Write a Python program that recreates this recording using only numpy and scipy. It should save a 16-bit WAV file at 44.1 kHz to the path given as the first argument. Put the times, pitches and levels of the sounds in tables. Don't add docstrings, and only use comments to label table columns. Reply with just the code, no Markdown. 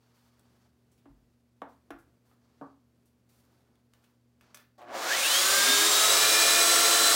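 import sys
import numpy as np
from scipy import signal
from scipy.fft import rfft, irfft, next_fast_len
from scipy.io import wavfile
from scipy.ndimage import uniform_filter1d, map_coordinates

SR = 44100
rng = np.random.default_rng(int(sys.argv[2]) if len(sys.argv) > 2 else 0)


def boost_factor(decibels):
    exponent = np.asarray(decibels, float) / 20
    return 10 ** exponent


def waveform_to_disk(signal):
    frames = np.transpose(np.atleast_2d(signal))
    scaled = np.clip(frames, -1, 1) * 32767
    samples = np.round(scaled).astype(np.int16)
    wavfile.write(sys.argv[1], SR, samples)


N = 315315
T = np.arange(N) / SR

# (frequency [Hz], rms level [dB])
HUM_TONES = [(74, -81), (120, -73), (240, -73.5)]
# (frequency [Hz], relative density [dB per Hz])
AIR_SPECTRUM = [(20, -43), (50, -17.5), (75, -5), (100, -13.5), (200, -8), (400, -13), (1000, -25.5),
                (3000, -33.5), (15000, -42)]
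# (start [s], length [s], low band [dB], mid band [dB], treble band [dB])
RUBS = [(0, 0.67, -76.5, -80, -86), (0.137, 0.16, -80, -78.5, -81), (1.68, 0.06, -80, -82, -81),
        (2.246, 0.088, -78, -83, -82), (2.41, 0.31, -79, -83.5, -99), (3.289, 0.12, -79.5, -77.5, -75.5),
        (3.43, 0.18, -77.5, -83, -86), (3.65, 0.13, -79, -90, -97), (3.928, 0.21, -78.5, -85, -86),
        (4.415, 0.2, -71, -76, -95)]
# (low band [dB], mid band [dB], treble band [dB])
STILL_RUSTLE = (-89.5, -88.5, -90.5)
# (time [s], burst peak [dB], centre [Hz], decay time [ms], casing ring [dB])
CLICKS = [(.395, -53, 11000, 0.65, -17), (0.914, -64.5, 7240, 27, -10), (.975, -65, 2600, 20, -20),
          (1.985, -63, 9000, 24, -7), (3.054, -64, 8950, 25, -21), (3.29, -67, 6000, 6, -16),
          (3.451, -64, 9000, 1.5, -25), (3.607, -65, 2500, 1.5, -10), (3.755, -62, 2000, 1.9, -10),
          (3.936, -51, 3300, 2.3, -3), (3.949, -65, 700, 2.5, -14), (4.038, -58, 2200, 15, -6),
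          (4.410, -54, 2520, 4.6, 4.5), (4.466, -67, 1500, 3, 1), (4.545, -36, 5800, 5.8, -2.5),
          (4.572, -44.5, 2000, 2.9, -1.5), (4.597, -58, 1800, 25, 3), (4.783, -58, 3280, 3, -17),
          (4.816, -56, 1500, 5.6, -11)]
# (frequency [Hz], relative level [dB], t60 [s])
CASING_MODES = [(604, -20, 0.06), (1030, -11, 0.0084), (1500, 3.5, 0.0051), (1774, -20, 0.09),
                (2200, 3.5, 0.0045), (3120, -2, 0.0032), (7000, -33, 0.038)]
# (time [s], ring peak [dB], softness of the blow [ms], boom of the bench [dB],
# chatter while it settles [ms], crack [dB], rattle [dB], top of the rattle [Hz], its strongest band [Hz])
KNOCKS = [(1.056, -49, 0.11, 2, 17, -20, -7, 2500, 900), (1.618, -32, 0.1, -10, 0.67, -16, -7, 2000, 950),
          (1.905, -34, 0.064, -1.5, 4.5, -6, -6, 6000, 1430),
          (2.313, -57.5, 0.058, -7, 14, -16, -8, 3500, 1200),
          (2.612, -35, 0.22, -5.5, 5.8, -24, -4, 1500, 1150)]
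# (frequency [Hz], relative level [dB], t60 [s])
WOOD_MODES = [(277.6, -3, 0.16), (333, -5, 0.1), (486, -2.5, 0.028), (590, 2, 0.015), (730, 12, 0.0088),
              (840, -4.5, 0.017), (1054, 5, 0.011), (1275, 7.5, 0.0071), (1450, 6, 0.0091),
              (1680, 4, 0.0052), (2050, 4, 0.0054), (2500, 5.5, 0.0049), (3000, 13, 0.0041),
              (3700, 13, 0.0044)]
# (frequency [Hz], t60 [s])
RATTLE_DECAY = [(200, .3), (1000, 0.26), (2000, 0.12), (4000, 0.064)]
# (time [s], level before the soft onset [dB], frequency [Hz], t60 [s])
THUMPS = [(1.098, -55, 47.7, 0.53), (1.098, -56, 143, .15), (1.62, -47, 190, .09), (1.908, -53, 215, .09),
          (1.93, -57, 45, .3), (2.616, -49, 147, 0.19), (2.614, -49, 205, .1)]
# (time [s], rms level [dB])
ROAR_LEVEL = [(4.77, -77), (4.92, -56.5), (5.3, -61), (5.6, -51), (6.0, -57), (7.15, -51)]
# (time [s], shaft speed [Hz])
MOTOR_SPEED = [(4.78, 34.6), (4.9, 81.9), (5.0, 119.5), (5.05, 142.7), (5.1, 175.6), (5.23, 283.8),
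               (5.3, 330), (5.37, 361.3), (5.45, 381), (5.55, 393.6), (5.65, 401.4), (5.8, 408),
               (6.1, 430.2), (6.25, 434.5), (6.55, 442.3), (6.72, 444.3), (6.94, 445.1), (7.15, 445)]
# (shaft speed [Hz], housing growl [dB], fan hiss [dB], brush sizzle [dB])
NOISE_BY_SPEED = [(34.3, -58.5, -66, -87), (50.5, -45.5, -71, -86), (65, -50, -86, -90),
                  (84.5, -39.5, -62, -80), (104, -31, -42.5, -61), (117, -30.5, -39.5, -55),
                  (182, -31.5, -29, -45), (293, -34, -28, -32), (397, -33.5, -24, -29.5),
                  (451.8, -30.5, -23, -27)]
# (frequency [Hz], width [Hz], relative level [dB], change while slow [dB])
HOUSING = [(351.4, 16, -4, 2), (552.5, 14, 3, -10), (645, 310, -4, 0.5), (720, 25, -13.5, 7),
           (910, 680, -11, 0.5)]
# (frequency [Hz], relative density [dB per Hz])
HISS_SPECTRUM = [(200, -92), (400, -16), (800, -13.5), (1100, -2.5), (1400, -3), (1900, -4.5), (2600, -5.5),
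                 (3600, -2), (5000, -3.5), (7000, -4.5), (8500, -13.5), (10000, -18)]
# (frequency [Hz], relative density [dB per Hz])
SIZZLE_SPECTRUM = [(6000, -19.5), (8500, 2), (10000, -2.5), (13000, -10.5), (15500, -6)]
# (multiple of the shaft, level at full speed [dB], loss per octave of speed below it [dB])
LOUD_ORDERS = [(1, -40.5, 26.5), (3, -44.5, 17), (4, -34, 40), (5.5, -56.5, 0), (9, -34, 0.5),
               (10.7, -49.5, 0), (12, -40, 11), (17, -38, 64), (18, -32.5, 20)]
# (middle [s], length [s], multiple of the shaft, change [dB])
LOUD_SWELLS = [(5.03, 0.063, 9, -2), (5.115, 0.053, 9, 3), (5.195, 0.054, 9, -3), (5.25, 0.033, 9, 4),
               (5.3, 0.035, 9, -6), (5.26, 0.088, 5.5, 4.5), (4.5, 0.12, 12, 7), (6.95, 0.29, 4, -4),
               (5.385, 0.12, 9, 7.5), (5.314, 0.13, 18, -3), (5.47, 0.1, 9, 5), (6.0, 0.3, 9, 4),
               (5.9, 0.058, 4, -6.5), (5.325, 0.32, 5.5, 15.5), (5.3, 0.08, 12, 9),
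               (5.285, 0.09, 10.7, 14.5), (5.586, 0.39, 9, 3.5), (5.6, 0.21, 3, 12.5), (5.65, 0.4, 4, 10),
               (5.717, 0.33, 5.5, 16), (6.007, 0.22, 3, 10.5), (6.05, 0.16, 4, -7), (5.8, 0.29, 1, 4.5),
               (5.5, 0.2, 9, -24), (6.27, 0.34, 12, 6.5), (6.42, 0.63, 5.5, 23), (6.553, 0.3, 9, 3.5),
               (6.559, 0.12, 12, 6), (6.3, 0.1, 18, -6), (7.19, 0.71, 9, 3)]
# (multiple of the shaft, level against the untrimmed hiss [dB])
FAINT_ORDERS = [(2.513, -26), (3.245, -23.5), (6.51, -24.5), (7.48, -21), (11.08, -22), (15.97, -25.5),
                (8.07, -21), (8.5, -24.5), (10.5, -19.5), (12.6, -18), (13, -22), (13.96, -24),
                (14.5, -16.5), (36.5, -25)]
# (multiple of the spindle, level at full speed [dB], loss per octave of speed below it [dB])
SPINDLE_ORDERS = [(1, -43, 130), (2, -39.5, 49), (3.5, -45, 71), (4, -39, 68), (12, -39.5, 22)]
# (middle [s], length [s], multiple of the spindle, change [dB])
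SPINDLE_SWELLS = [(6.23, 0.36, 4, -1.02), (6.8, 0.31, 4, 2.4)]
# (multiple of the mains pulse, peak level [dB])
BUZZ = [(3, -62.5), (5, -60), (6, -54.5), (7, -64), (9, -63)]
# (time [s], shaft speed [Hz])
EXTRACTOR_SPEED = [(5.56, 186.8), (5.68, 257), (5.8, 311.2), (5.88, 328), (6.0, 365), (6.15, 400),
                   (6.27, 421), (6.45, 430), (7.15, 434)]
# (multiple of the shaft, level at full speed [dB], loss per octave of speed below it [dB])
FAN_ORDERS = [(1, -48, 1.9)]
# (middle [s], length [s], multiple of the shaft, change [dB])
FAN_SWELLS = [(5.7, 0.031, 1, 12.3), (5.85, 0.13, 1, 7.56)]
# (frequency [Hz], t60 [s])
ROOM_DECAY = [(125, 0.55), (400, 0.27), (1000, 0.31), (1800, 0.39), (2700, 0.3), (4500, 0.3), (7000, 0.14),
              (15000, 0.3)]

MAINS_PULSE_HZ = 120
BUZZ_END_HZ = 113
GEAR = .7695


def evened(x):
    return x / np.sqrt(np.mean(x ** 2) + 1e-20)


def curves(rows):
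    s, *columns = np.transpose(rows)
    return [np.interp(T, s, c) for c in columns]


def coloured(x, points):
    f, db = np.transpose(points)
    size = next_fast_len(len(x))
    hz = np.fft.rfftfreq(size, 1 / SR)
    gain_db = np.interp(np.log(hz + 1), np.log(f + 1), db)
    return irfft(rfft(x, size) * boost_factor(gain_db), size)[:len(x)]


def band(lo_hz, hi_hz):
    sos = signal.butter(3, [lo_hz, hi_hz], "band", fs=SR, output="sos")
    return evened(signal.sosfilt(sos, rng.standard_normal(N)))


def no_bass(x, edge_hz):
    return signal.sosfilt(signal.butter(2, edge_hz, "high", fs=SR, output="sos"), x)


def wander(hz):
    knots, s = rng.standard_normal(4000), T[::16]
    return np.interp(T, s, evened(map_coordinates(knots, [s * hz], order=3)))


def resonate(x, hz, width_hz):
    r = np.exp(-np.pi * width_hz / SR)
    feedback = [1, -2 * r * np.cos(2 * np.pi * hz / SR), r * r]
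    return signal.lfilter([(1 - r * r) / 2, 0, (r * r - 1) / 2], feedback, x)


def modes(table, t):
    return sum((-1) ** k * boost_factor(db - 60 * t / t60) * np.sin(2 * np.pi * hz * t)
               for k, (hz, db, t60) in enumerate(table))


def fading_bands(x, decay, frame):
    hz, t, z = signal.stft(x, SR, nperseg=frame)
    f, t60 = np.transpose(decay)
    fade = boost_factor(-60 * t / np.interp(hz, f, t60)[:, None])
    return signal.istft(z * fade, SR, nperseg=frame)[1]


def rubbing():
    rise_s, fall_s = 0.0098, 0.037
    power = boost_factor(np.array(STILL_RUSTLE))[:, None] ** 2 * np.ones(N)
    for s, length, *levels_db in RUBS:
        rise = np.clip((T - s) / rise_s, 0, 1)
        shape = rise * np.exp(-np.maximum(T - s - length, 0) / fall_s)
        power = power + (boost_factor(np.array(levels_db))[:, None] * shape) ** 2
    return np.sqrt(power)


def rustle():
    low, mid, treble = rubbing()
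    scrape = band(1600, 6400)
    scrape += boost_factor(-3) * resonate(scrape, 4530, 165)
    rub = low * band(340, 1500) + mid * scrape + treble * band(6400, 16000)
    return rub * boost_factor(1.0 * wander(74))


def background():
    hum = sum(np.sqrt(2) * boost_factor(db + 1.2 * wander(23.04)) * np.sin(2 * np.pi * (hz * T + rng.random()))
              for hz, db in HUM_TONES)
    air = boost_factor(-72.5 + 1.5 * wander(6.05)) * evened(coloured(rng.standard_normal(N), AIR_SPECTRUM))
    return hum + air + rustle()


def clicks():
    out, t = np.zeros(N), np.arange(SR // 8) / SR
    ring = modes(CASING_MODES, t) * (1 - np.exp(-t / 0.00044))
    for s, db, hz, length_ms, ring_db in CLICKS:
        decay_ms = max(length_ms, .2)
        attack = np.minimum(t * 6000 / decay_ms, 1)
        burst = np.exp(-t * 1000 / decay_ms) * attack * rng.standard_normal(len(t))
        burst = 0.5 * burst + resonate(burst, hz, 0.81 * hz)
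        burst = signal.lfilter([1, -1], [1, -.94], burst)
        at = round(s * SR)
        out[at:at + len(t)] += boost_factor(db) * (burst / abs(burst).max() + boost_factor(ring_db) * ring)
    return out


def wood_ring(t, soft_ms, boom_db, chatter_ms, pole):
    spread_db = 2 * rng.standard_normal(len(WOOD_MODES))
    shift = 1 + .015 * rng.standard_normal(len(WOOD_MODES))
    struck = []
    for (hz, db, t60), change_db, factor in zip(WOOD_MODES, spread_db, shift):
        dull_db = 40 * soft_ms * max(np.log2(hz / 1400), 0)
        struck.append((hz * factor, db + change_db + boom_db * (hz < 400) - dull_db, t60))
    ring = modes(struck, t) * (1 - np.exp(-t / 0.0009))
    ring = no_bass(ring, 210)
    rebounds = (rng.random(len(t)) < 1600 / SR) * rng.uniform(-.25, .25, len(t))
    rebounds *= np.exp(-t * 1000 / max(chatter_ms, .3))
    ring += signal.fftconvolve(ring, rebounds)[:len(t)]
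    return signal.lfilter([1], [1, -2 * pole, pole ** 2], ring)


def rattle(t, pole, top_hz, strong_hz):
    dense = fading_bands(rng.standard_normal(len(t)), RATTLE_DECAY, 128)[:len(t)]
    dense = signal.lfilter([1, -1], np.poly([pole, pole, 0.97]), dense * np.minimum(t / 0.0028, 1))
    dense = resonate(dense, 1000, 2200) + 1.5 * resonate(dense, strong_hz, 250)
    return signal.sosfilt(signal.butter(3, top_hz, fs=SR, output="sos"), dense)


def knocks():
    out, t = np.zeros(N), np.arange(SR // 3) / SR
    for s, db, soft_ms, boom_db, chatter_ms, crack_db, rattle_db, top_hz, strong_hz in KNOCKS:
        pole = np.exp(-1 / (max(soft_ms, .01) * SR / 1000))
        ring = wood_ring(t, soft_ms, boom_db, chatter_ms, pole)
        dense = rattle(t, pole, top_hz, strong_hz)
        crack = boost_factor(crack_db - 60 * t / 0.035) * np.diff(rng.standard_normal(len(t) + 1)) / 2
        crack = resonate(crack, 4200, 3300)
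        blow = ring / abs(ring).max() + boost_factor(rattle_db) * dense / abs(dense).max() + crack
        at = round(s * SR)
        out[at:at + len(t)] += boost_factor(db) * blow
    return out


def thumps():
    out = np.zeros(N)
    for s, db, hz, t60 in THUMPS:
        after = np.maximum(T - s, 0)
        out += modes([(hz, db, t60)], after) * (1 - np.exp(-after / 0.0049))
    return out


def moving_air():
    return (T > ROAR_LEVEL[0][0]) * boost_factor(curves(ROAR_LEVEL)[0]) * band(225.4, 315)


def order_levels(shaft_hz, orders, swells):
    octaves = np.log2(shaft_hz / shaft_hz.max())
    levels_db = []
    for k, db, slope_db in orders:
        level_db = db + slope_db * octaves
        for s, length, of, change_db in swells:
            if round(2 * of) == round(2 * k):
                level_db = level_db + change_db * np.exp(-(2 * (T - s) / length) ** 4)
        levels_db.append(level_db)
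    return levels_db


def whine(shaft_hz, orders, levels_db, flutter_db, blur, wobble):
    break_db, fuzz = 1.2, .33
    turns = np.cumsum(shaft_hz) / SR
    strain = 1 + uniform_filter1d(np.gradient(shaft_hz) * SR, size=2000) / 140
    twist = turns + wobble * np.sin(2 * np.pi * turns / 4.6)
    twist = twist + .008 * (strain - 1) * wander(90)
    out = 0
    for k, db in zip(orders, levels_db):
        level = np.sqrt(2) * boost_factor(db + flutter_db * wander(60) + break_db * (k > 2) * wander(30))
        skirt = 1 + fuzz * np.clip((k - 2) / 7, 0, 1) * wander(260)
        phase = 2 * np.pi * (k * twist + rng.random()) + blur * strain * wander(150)
        out = out + level * skirt * np.sin(phase)
    return out


def joiner_noise(shaft_hz, slow, growl_db, hiss_db, sizzle_db):
    kick = np.exp(-(T * MAINS_PULSE_HZ % 1) / 0.87)
    depth = np.clip(1.1 - shaft_hz / 250, .1, 1)
    drive = (1 - depth + depth * evened(kick)) * rng.standard_normal(N)
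    growl = sum(boost_factor(db + slow_db * slow) * resonate(resonate(drive, hz, 3 * width), hz, width)
                for hz, width, db, slow_db in HOUSING)
    uneven = 1 + 0.053 * np.cos(2 * np.pi * np.cumsum(shaft_hz) / SR)
    rush = uneven * boost_factor(0.41 * wander(90)) * rng.standard_normal(N)
    noise = boost_factor(growl_db - 5.0) * evened(growl)
    noise += boost_factor(hiss_db - 1.58) * evened(coloured(rush, HISS_SPECTRUM))
    return noise + boost_factor(sizzle_db - 2.5) * evened(coloured(rush, SIZZLE_SPECTRUM))


def joiner_tones(shaft_hz, hiss_db):
    loud_db = order_levels(shaft_hz, LOUD_ORDERS, LOUD_SWELLS)
    tones = boost_factor(-0.86) * whine(shaft_hz, [k for k, *_ in LOUD_ORDERS], loud_db,
                               flutter_db=1.5, blur=0.092, wobble=0.0022)
    tones *= np.clip((shaft_hz - 110) / 50, 0, 1)
    faint_db = [hiss_db + db for _, db in FAINT_ORDERS]
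    tones += whine(shaft_hz, [k for k, _ in FAINT_ORDERS], faint_db,
                   flutter_db=2.0, blur=0.41, wobble=0.0025)
    spindle_hz = GEAR * shaft_hz
    spindle_db = order_levels(spindle_hz, SPINDLE_ORDERS, SPINDLE_SWELLS)
    return tones + whine(spindle_hz, [k for k, *_ in SPINDLE_ORDERS], spindle_db,
                         flutter_db=1.5, blur=0.14, wobble=0)


def current_hum(slow, hiss_db):
    coil = boost_factor(hiss_db - 35.5 + 2.2 * wander(25)) * np.sin(2 * np.pi * MAINS_PULSE_HZ * T)
    buzz = sum(boost_factor(db + 4 * wander(90)) * np.sin(2 * np.pi * k * MAINS_PULSE_HZ * T + 1.2 * wander(60))
               for k, db in BUZZ)
    onset = np.clip((T - MOTOR_SPEED[0][0]) / .012, 0, 1)
    return coil + slow * onset * buzz


def joiner():
    shaft_hz = curves(MOTOR_SPEED)[0]
    at_hz, *levels_db = np.transpose(NOISE_BY_SPEED)
    growl_db, hiss_db, sizzle_db = [np.interp(shaft_hz, at_hz, c) for c in levels_db]
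    slow = np.clip((BUZZ_END_HZ - shaft_hz) / 20, 0, 1)
    sound = joiner_noise(shaft_hz, slow, growl_db, hiss_db, sizzle_db)
    sound = sound + joiner_tones(shaft_hz, hiss_db) + current_hum(slow, hiss_db)
    return no_bass((T > MOTOR_SPEED[0][0]) * sound, 70)


def extractor():
    shaft_hz = curves(EXTRACTOR_SPEED)[0]
    levels_db = order_levels(shaft_hz, FAN_ORDERS, FAN_SWELLS)
    rise = np.clip((T - EXTRACTOR_SPEED[0][0]) / 0.072, 0, 1)
    return rise * whine(shaft_hz, [k for k, *_ in FAN_ORDERS], levels_db,
                        flutter_db=0.5, blur=0.031, wobble=0)


def workshop_echoes(x):
    taps = np.zeros(SR)
    at = np.arange(60, SR - 20, 20)
    taps[at + rng.integers(0, 20, len(at))] = rng.choice([-1., 1.], len(at))
    tail = fading_bands(taps, ROOM_DECAY, 256)
    return signal.fftconvolve(x, tail / np.linalg.norm(tail))[:N]


def scene():
    ambience, small, wood, bumps = background(), clicks(), knocks(), thumps()
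    machines = moving_air() + joiner() + extractor()
    echoes = workshop_echoes(boost_factor(-6) * wood + boost_factor(-2.5) * small + boost_factor(-14) * machines)
    mix = wood + small + machines + echoes + bumps + ambience
    return np.array([mix, mix])


def top_cut(x):
    return signal.sosfilt(signal.butter(12, 17060, fs=SR, output="sos"), x)


def record(dry):
    lowpass = signal.firwin(1023, 15900, window=("kaiser", 10), fs=SR)
    limited = signal.oaconvolve(dry, lowpass[None], "same")
    return top_cut(limited)


dry = scene()
out = record(dry)
waveform_to_disk(out)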